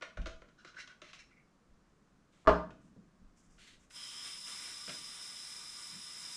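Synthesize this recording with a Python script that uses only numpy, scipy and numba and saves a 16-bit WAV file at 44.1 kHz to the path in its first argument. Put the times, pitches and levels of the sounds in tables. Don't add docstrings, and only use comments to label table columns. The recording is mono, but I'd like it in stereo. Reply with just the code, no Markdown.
import sys
import numpy as np
from scipy import signal
from scipy.fft import rfft, irfft
from scipy.io import wavfile
from scipy.ndimage import uniform_filter1d
from numba import njit

SR = 44100
rng = np.random.default_rng(int(sys.argv[2]) if len(sys.argv) > 2 else 0)


def gain_from_decibels(decibels):
    exponent = np.asarray(decibels, float) / 20
    return 10 ** exponent


def waveform_to_disk(signal):
    frames = np.transpose(np.atleast_2d(signal))
    scaled = np.clip(frames, -1, 1) * 32767
    samples = np.round(scaled).astype(np.int16)
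    wavfile.write(sys.argv[1], SR, samples)


N = 280476
T = np.arange(N) / SR
HZ = np.maximum(np.arange(N // 2 + 1) * SR / N, 1.)

# frequency in Hz, width in Hz, level in dB.
TRAY = [(1003, 80, -4.5), (1450, 96, 5.5), (2230, 100, -20)]
# frequency in Hz, level in dB per Hz.
CUTLERY = [(1290, -14), (2200, -4), (2570, 1), (2800, 0.5), (3340, -3.5), (3960, -3), (4520, -10),
           (6160, -9), (8330, -24), (9800, -28), (14000, -89.5)]
# frequency in Hz, common share from 0 to 1.
LIKENESS = [(100, 0.48), (300, 0.3), (700, 0.25), (1500, 0.71), (3000, 0.49), (6000, 0.93), (9500, 0.92),
            (13000, .4)]


def unit(x):
    return x / np.sqrt(np.mean(x ** 2))


def along(table, hz):
    points = np.array(table)
    return np.interp(np.log(hz), np.log(points[:, 0]), points[:, 1])


def colour(x, table):
    return unit(irfft(rfft(x) * gain_from_decibels(along(table, HZ)), N))


def body(x, table):
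    cep = irfft(np.log(gain_from_decibels(along(table, np.arange(1, 1026) * SR / 2050))))[:1024]
    cep[1:] *= 2
    response = irfft(np.exp(rfft(cep, 2048)))[:1024]
    response = response / np.sqrt(np.sum(response ** 2))
    return signal.fftconvolve(np.atleast_2d(x), response[None], axes=1)[:, :N]


def band(x, lo_hz, hi_hz):
    return signal.sosfilt(signal.butter(N=2, Wn=[lo_hz, hi_hz], btype="band", fs=SR, output="sos"), x)


def ring(x, modes):
    total = 0
    for k, (hz, width_hz, db) in enumerate(modes):
        b, a = signal.iirpeak(hz, hz / max(width_hz, 1.), SR)
        total = total + (-1) ** k * gain_from_decibels(db) * signal.lfilter(b, a, x)
    return total


@njit
def sweep(x, hz, q):
    y, b, l = np.empty(len(x)), 0., 0.
    for i in range(len(x)):
        g = np.tan(np.pi * hz[i] / SR)
        v = (b + g * (x[i] - l)) / (1 + g * (g + 1 / q[i]))
        b, l, y[i] = 2 * v - b, l + 2 * g * v, v / np.sqrt(q[i])
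    return y


def walk(rate):
    hold = int(SR / rate)
    levels = np.repeat(rng.standard_normal(int(T[-1] * 60) + 9), hold)[:N]
    return unit(uniform_filter1d(uniform_filter1d(levels, hold), hold))


def grit(scatter_db):
    return unit(rng.standard_normal(N) * gain_from_decibels(scatter_db * rng.exponential(size=N)))


def diffuse(likeness):
    mid, side = rfft(rng.standard_normal((2, N)))
    like = np.clip(along(likeness, HZ), 0, 1)
    sign = np.array([[1], [-1]])
    return irfft(mid * np.sqrt(1 + like) + side * np.sqrt(1 - like) * sign, N) / np.sqrt(2)


def burst(s, length):
    t = np.clip(T - s, 0, 1)
    return (1 - np.exp(-t / 0.00029)) * np.exp(-t / max(length, 1e-4))


def strokes(rows, attack_s, release_s, swell=0.):
    s, held = np.array(rows)[:, :1], np.abs(np.array(rows)[:, 1:2])
    rise = np.clip((T - s) / (attack_s + swell * held), 0, 1) ** 2
    return rise * np.exp(-np.clip(T - s - attack_s - held, 0, None) / release_s)


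def placed(x, pan_db):
    return x * gain_from_decibels(np.array([[pan_db], [-pan_db]]) / 2)


def knocks():
    # start in seconds, peak in dB,
    # wooden body in dB, metal edge in dB, rattle length in seconds.
    contacts = [(0.01, -45.5, -17, -22, 0.0066), (0.0216, -34.5, -21.5, -16.5, 0.0084),
                (0.171, -40.5, -11.5, -19, 0.0061), (0.216, -64.5, 0, 4.5, 0.0053),
                (0.2582, -40.5, -7, -11, 0.0058), (0.269, -43.5, -9, -8, 0.0037),
                (0.4183, -44.5, -15, -22.5, 0.003), (0.4843, -61.5, -30, -15, 0.011),
                (0.647, -46, -15.5, -12, .005), (0.743, -51, -18, -20, 0.0064),
                (0.784, -48, -22, -14, 0.0057), (0.874, -49.5, -21, -6, 0.0042),
                (1.0173, -47.5, -10.5, -7, .0043), (1.131, -53, -20, -3.5, 0.011),
                (1.311, -60, -23, -17, 0.0026), (2.7046, -54, -5.5, -12, .006),
                (3.58, -64.5, -20.5, -8.5, 0.014), (3.905, -59, -29, -4.5, 0.007),
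                (4.468, -51.5, -20, -7, 0.018), (4.8772, -42, -12, -13.5, 0.0072),
                (4.8934, -42, -18, -8, 0.0092)]
    # frequency in Hz, width in Hz, level in dB.
    drawer = [(317, 160, -0.5), (608, 120, 8.5)]
    shiver_db, shiver_s = -14.5, 0.018
    push = 0
    for s, db, wood_db, metal_db, length in contacts:
        rattle = burst(s, length) + gain_from_decibels(shiver_db) * burst(s, shiver_s)
        push = push + gain_from_decibels(db + np.array([0, wood_db, metal_db]))[:, None] * rattle
    rough = grit(1.04)
    on_tray, on_wood, on_metal = [placed(p * rough, -1) for p in push]
    tray = gain_from_decibels(13.0) * ring(on_tray, TRAY) + gain_from_decibels(-2.5) * on_tray
    tray = band(band(tray, 1050, 2300), 710, 6600)
    wood = gain_from_decibels(19.5) * ring(on_wood, drawer) + gain_from_decibels(8.5) * on_wood
    wood = band(band(wood, 250, 750), 220, 860)
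    return tray + wood + gain_from_decibels(4.5) * body(on_metal, CUTLERY)


def boards():
    # start in
    # seconds, hold in seconds, deep level in dB, boom level in dB.
    thumps = [(0.163, 0.033, -37, -54), (.25, .06, -49, -72), (1.68, 0.025, -63, -100),
              (2.55, 0.16, -71, -56.5), (2.76, .13, -88, -65.5), (2.948, 0.049, -79, -60),
              (3.19, 0.052, -62, -71), (3.45, 0.15, -69.5, -85.5), (3.73, 0.014, -64, -93),
              (4.87, 0.031, -104, -58.5), (5.6, 0.027, -88, -79), (5.88, 0.086, -92.5, -68)]
    # start in seconds, peak in dB, pitch in Hz, brightness in dB.
    steps = [
        (2.962, -56, 129.6, -2),
        (3.021, -60, 200.6, -10),
        (3.075, -58, 163, -20),
        (3.207, -57, 183.5, -25),
        (4.877, -53, 219, -20),
        (5.955, -52, 182, -26),
    ]
    rest_deep_db, rest_boom_db, sway_db = -76.5, -73.5, 1
    still_from_s, still_db = 3.9, -7.5
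    deep_db, boom_db = np.array(thumps).T[-2:]
    load = strokes(thumps, 0.025, 0.036)
    deep = unit(band(band(rng.standard_normal(N), 3.4, 60), 8.52, 55))
    boom = unit(ring(rng.standard_normal(N), [(171.3, 47, 3.5), (267, 150, -5.0), (142.3, 15.0, -7.5)]))
    scuff = unit(ring(rng.standard_normal(N), [(320.3, 54, 6), (520, 90, 3), (680, 95, -3)]))
    feet = 0
    for s, db, hz, bright_db in steps:
        thump = np.sin(2 * np.pi * hz * (T - s)) + gain_from_decibels(bright_db) * scuff
        feet = feet + gain_from_decibels(db) * burst(s, 0.018) * thump
    rest_deep = gain_from_decibels(rest_deep_db + still_db * (T > still_from_s) + sway_db * walk(15))
    rest_boom = gain_from_decibels(rest_boom_db + 0.6 * sway_db * walk(16))
    deep = deep * (gain_from_decibels(deep_db) @ load + rest_deep)
    boom = boom * (gain_from_decibels(boom_db) @ load + rest_boom)
    return placed(deep + boom + band(band(feet, 66, 640), 72, 720), -0.1)


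def slides():
    # start in seconds, hold in seconds, level in dB, scraped resonance in Hz,
    # broad grit in dB.
    scrapes = [(0.563, 0.047, -60, 1450, -65), (.645, 0.045, -58.5, 1500, -60),
               (.725, 0.071, -48, 1470, -57.5), (.775, .045, -56, 2050, -55.5),
               (.87, 0.043, -57.5, 1770, -66), (1.012, 0.03, -46.5, 2300, -59),
               (1.04, 0.043, -45.5, 2540, -59.5), (1.125, 0.022, -50, 2410, -55.5),
               (1.172, 0.027, -47, 2500, -51.5), (1.295, 0.021, -63.5, 2180, -88),
               (1.335, 0.065, -69.5, 2150, -97)]
    # frequency in Hz, width in Hz, level in dB.
    clink = [(2050, 70, -3), (2780, 70, 2), (3950, 90, -5), (5420, 70, -5)]
    s, held, db, hz, rasp_db = np.array(scrapes).T
    press = strokes(scrapes, 0.0065, 0.014, swell=0.57)
    rub = grit(2.0) * gain_from_decibels(4.0 * walk(57.75))
    hz = np.interp(T, s + held / 2, hz)
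    sharp = np.interp(T, s, np.clip(0.66 + 0.24 * (-50 - db), 0.7, 8))
    main = unit(band(sweep(sweep(rub, hz, sharp), hz, sharp), 860, 3600))
    main = main + gain_from_decibels(1.5) * (hz < 1950) * unit(band(ring(rub, TRAY), 1310, 1600))
    rasp = unit(band(body(rub, CUTLERY), 3050, 12400))
    overtone = unit(sweep(rub, 2.0 * hz, 2.9 * sharp))
    rasp = unit(rasp + gain_from_decibels(-17) * overtone + gain_from_decibels(-3) * unit(ring(rub, clink)))
    return placed(gain_from_decibels(db) @ press * main + gain_from_decibels(rasp_db) @ press * rasp, -0.42)


def rustle():
    # start in seconds, hold in seconds, swish in dB, fine hiss in dB.
    brushes = [
        (2.311, .13, -73, -81),
        (2.8, 0.067, -81, -80),
        (3.354, 0.033, -75.5, -69.5),
        (3.42, 0.037, -81, -76),
        (3.49, 0.064, -80, -74),
        (3.575, 0.084, -60.5, -70.5),
        (3.66, .07, -63.5, -76),
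        (3.78, .05, -74.5, -73),
    ]
    swish_db, fine_db = np.array(brushes).T[-2:]
    press = strokes(brushes, 0.018, 0.015)
    rub = band(grit(1.3) * gain_from_decibels(1.2 * walk(40)), 700, 9500)
    swish = gain_from_decibels(swish_db) @ press * unit(band(rub, 1600, 5000))
    fine = gain_from_decibels(fine_db) @ press * unit(band(rub, 4600, 7900))
    return placed(swish + fine, -0.8)


def slam():
    # start in seconds, peak in dB, treble in dB.
    hits = [
        (2.451, -48.5, -34.5),
        (2.462, -38, -34.5),
        (2.472, -13.5, 5),
        (2.477, -10.5, -10),
        (2.482, -14, -15.5),
        (2.491, -12.5, -1),
        (2.495, -26, -9.5),
    ]
    # frequency in Hz, level in dB, 60 dB decay in seconds.
    door = [(63, -2.5, 0.9), (177, 1.5, .32), (292, -23.5, 0.33), (329.4, -18.5, 0.36), (432.5, -8, 0.42),
            (543, -9, 0.35), (651, -2.5, 0.19), (728.6, -18, 0.34), (796, -11.5, 0.12), (965, -8.5, 0.14),
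            (1105, -11, 0.13), (1200, -8.5, .2), (1290, -11.5, 0.1), (1256, -8.5, 0.19)]
    # frequency in Hz, level in dB per Hz.
    crack = [(59, -57.5), (100, -9.5), (184, -11.5), (241, -6), (582, -2), (646, 4), (797, -6.5),
             (1190, 5.5), (1400, -7.5), (1660, -12), (2270, -26), (5040, -38), (15000, -72)]
    noise = rng.standard_normal(N)
    blows = sum(gain_from_decibels(db) * burst(s, 0.002) for s, db, _ in hits)
    thud = sum(gain_from_decibels(db) * burst(s, 0.0056) for s, db, _ in hits) * noise
    snap = sum(gain_from_decibels(db + treble_db) * burst(s, 0.0043) for s, db, treble_db in hits) * noise
    t = T[:SR // 2]
    longest_s = 0.34
    panel = sum(gain_from_decibels(db - 60 * t / min(t60, longest_s)) * np.sin(2 * np.pi * hz * t) for hz, db, t60 in door)
    modes = signal.fftconvolve(band(blows, 1044, 2500) + 0.032 * blows, panel)[:N]
    broad = body(thud + gain_from_decibels(1.5) * band(snap, 1800, 9000), crack)
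    return placed(gain_from_decibels(-21.0) * modes + gain_from_decibels(-4) * broad, 0.5)


def tap():
    # time in seconds, flow in dB.
    opening = [
        (3.9, -30),
        (3.908, -19),
        (3.96, -2),
        (4.04, -0.9),
        (5.15, 0.24),
        (5.4, -1.5),
        (6.36, -0.5),
    ]
    # start in seconds, hold in seconds, dB over the plain splash (below
    hand_moves = [
        (4.23, 0.033, 5),
        (4.36, 0.055, -4),
        (4.465, .09, 4),
        (4.58, 0.11, 6),
        (4.85, 0.044, 4.5),
        (5.42, 0.11, 1.5),
        (6.08, 0.23, 0.5),
    ]
    # frequency in Hz, width in Hz, level in dB.
    spout_modes = [(3985, 12, -9), (4960, 90, -14), (5050, 60, -9), (5121, 26, 1), (5189, 14, -3),
                   (5270, 60, -10), (5335, 25, -10), (5540, 18, -6), (7080, 30, -21), (9470, 35, -11)]
    sink = [(980, 39, -6.5), (1193, 55, 1), (1458, 70, -8), (2040, 290, -4), (2540, 140, -19.5)]
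    pocket_modes = [(2500, 52, -7), (3190, 210, 7)]
    # frequency in Hz, level in dB per Hz.
    jet_spectrum = [(1760, -131), (3000, -36), (3870, -6.5), (4530, -32), (5090, 3), (5270, -14),
                    (5840, -11), (6610, -15), (7640, -10), (8820, -13), (9710, -12.5), (11400, -28),
                    (14300, -32), (15000, -35), (15500, -73)]
    splash_spectrum = [(180, -10), (300, -7.5), (500, -11.5), (559, -11), (911, -7.5), (1170, -5.5),
                       (2330, 0.5), (3880, -16), (4500, -5), (5850, -31), (9900, -120)]
    valve_db, spray_db, splash_db, fill_db, pocket_db = -49, -54, -58.5, -59, -54.5
    pocket_until_s, pocket_fade_s = 4.3, 0.073

    flow_db = np.interp(T, *np.array(opening).T)
    hands = 1 + (gain_from_decibels(np.array(hand_moves)[:, -1]) - 1) @ strokes(hand_moves, 0.026, 0.012)
    hiss = unit(ring(rng.standard_normal(N), spout_modes)) * gain_from_decibels(1.6 * walk(59))
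    valve = gain_from_decibels(valve_db + 1.8 * flow_db) * hiss
    jet = colour(diffuse(LIKENESS), jet_spectrum) * gain_from_decibels(1.0 * walk(23.77))
    spray = gain_from_decibels(spray_db + 0.53 * flow_db + 3.0) * hands ** 0.36 * jet

    drops = grit(1.4) * gain_from_decibels(1.1 * walk(28))
    splash = hands * colour(drops, splash_spectrum)
    splash = splash + gain_from_decibels(-3.5) * hands ** 0.36 * unit(ring(drops, sink[:3]))
    splash = splash + gain_from_decibels(-13.5) * hands * unit(ring(drops, sink[3:]))
    splash = gain_from_decibels(splash_db + 0.88 * flow_db - 2.5) * splash

    fill = ring(grit(0.99), [(3030, 360, -1.0), (3547, 105, 9), (3610, 200, 4.0)])
    fill = unit(band(fill, 2370, 4400)) * gain_from_decibels(0.99 * walk(21.94))
    fill = gain_from_decibels(fill_db + 1.5 * flow_db + 0.5) * hands ** 0.39 * fill
    fade = np.exp(-np.clip(T - pocket_until_s, 0, None) / pocket_fade_s)
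    pocket = gain_from_decibels(pocket_db + 1.6 * flow_db) * fade * unit(band(ring(grit(1.1), pocket_modes), 2200, 3900))
    water = placed(valve, -4) + placed(spray, -0.45) + placed(splash + fill + pocket, -2.2)
    return (T > opening[0][0]) * water


def room(x):
    # frequency in Hz, 60 dB decay in seconds.
    decay = [(60, 0.4), (500, 0.36), (2000, 0.35), (6000, 0.34), (12000, 0.31)]
    # frequency in Hz, common share from 0 to 1.
    wall_likeness = [(100, 1), (300, 0.95), (700, 0.77), (1500, 0.57), (3000, 0.8), (6000, 0.98),
                     (9500, .82), (13000, .4)]
    noise = diffuse(wall_likeness)[:, :SR // 2]
    t = T[:SR // 2]
    tail = 0
    for hz in 45 * 2. ** np.arange(9):
        octave = band(noise, hz / 1.347, min(hz * 1.282, 20000))
        tail = tail + octave * gain_from_decibels(-60 * t / along(decay, hz))
    tail = rfft(tail * np.clip(t / 0.0029, 0, 1))
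    evenness = np.sqrt(uniform_filter1d(np.mean(abs(tail) ** 2, axis=0), size=40))
    tail = irfft(tail / evenness)[:, :2 * SR // 5]
    return signal.fftconvolve(band(x, 120, 16000), tail, axes=1)[:, :N]


def air():
    # frequency in Hz, level in dB per Hz.
    air_spectrum = [(150, -1), (250, 0), (761, -9), (844, -12), (1110, -7.5), (1790, -14), (2020, -17),
                    (3380, -22.5), (5850, -23), (7430, -25), (10100, -33.5), (11200, -40), (15000, -49.5)]
    return gain_from_decibels(-69.5) * colour(diffuse(LIKENESS), air_spectrum)


def scene():
    hits, floor, steady, door, water = knocks(), boards(), slides() + rustle(), slam(), tap()
    direct = hits + door + gain_from_decibels(-2) * steady + gain_from_decibels(-1.0) * water + floor
    walls = room(gain_from_decibels(-1.5) * hits) + room(gain_from_decibels(-1.75) * door)
    walls = walls + room(gain_from_decibels(-7) * steady + gain_from_decibels(-4) * water)
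    return direct + walls + air()


def band_limit(x):
    return signal.sosfilt(signal.butter(12, 15700, fs=SR, output="sos"), x)


def record(dry):
    # frequency in Hz, lead of the left port in radians.
    ports = [(100, -.02), (1000, -.2), (3000, -.65), (5000, -.6), (7500, -.5), (10000, -.15), (12000, 0)]
    turn = np.exp(0.5j * along(ports, HZ) * np.array([[1], [-1]]))
    hiss_db = -101
    heard = irfft(rfft(dry) * turn, N) + gain_from_decibels(hiss_db) * rng.standard_normal((2, N))
    dull = signal.sosfilt(signal.butter(N=4, Wn=14600, fs=SR, output="sos"), heard)
    dull = signal.sosfilt(signal.butter(N=1, Wn=6, btype="high", fs=SR, output="sos"), dull)
    return band_limit(dull)


dry = scene()
out = record(dry)
waveform_to_disk(out)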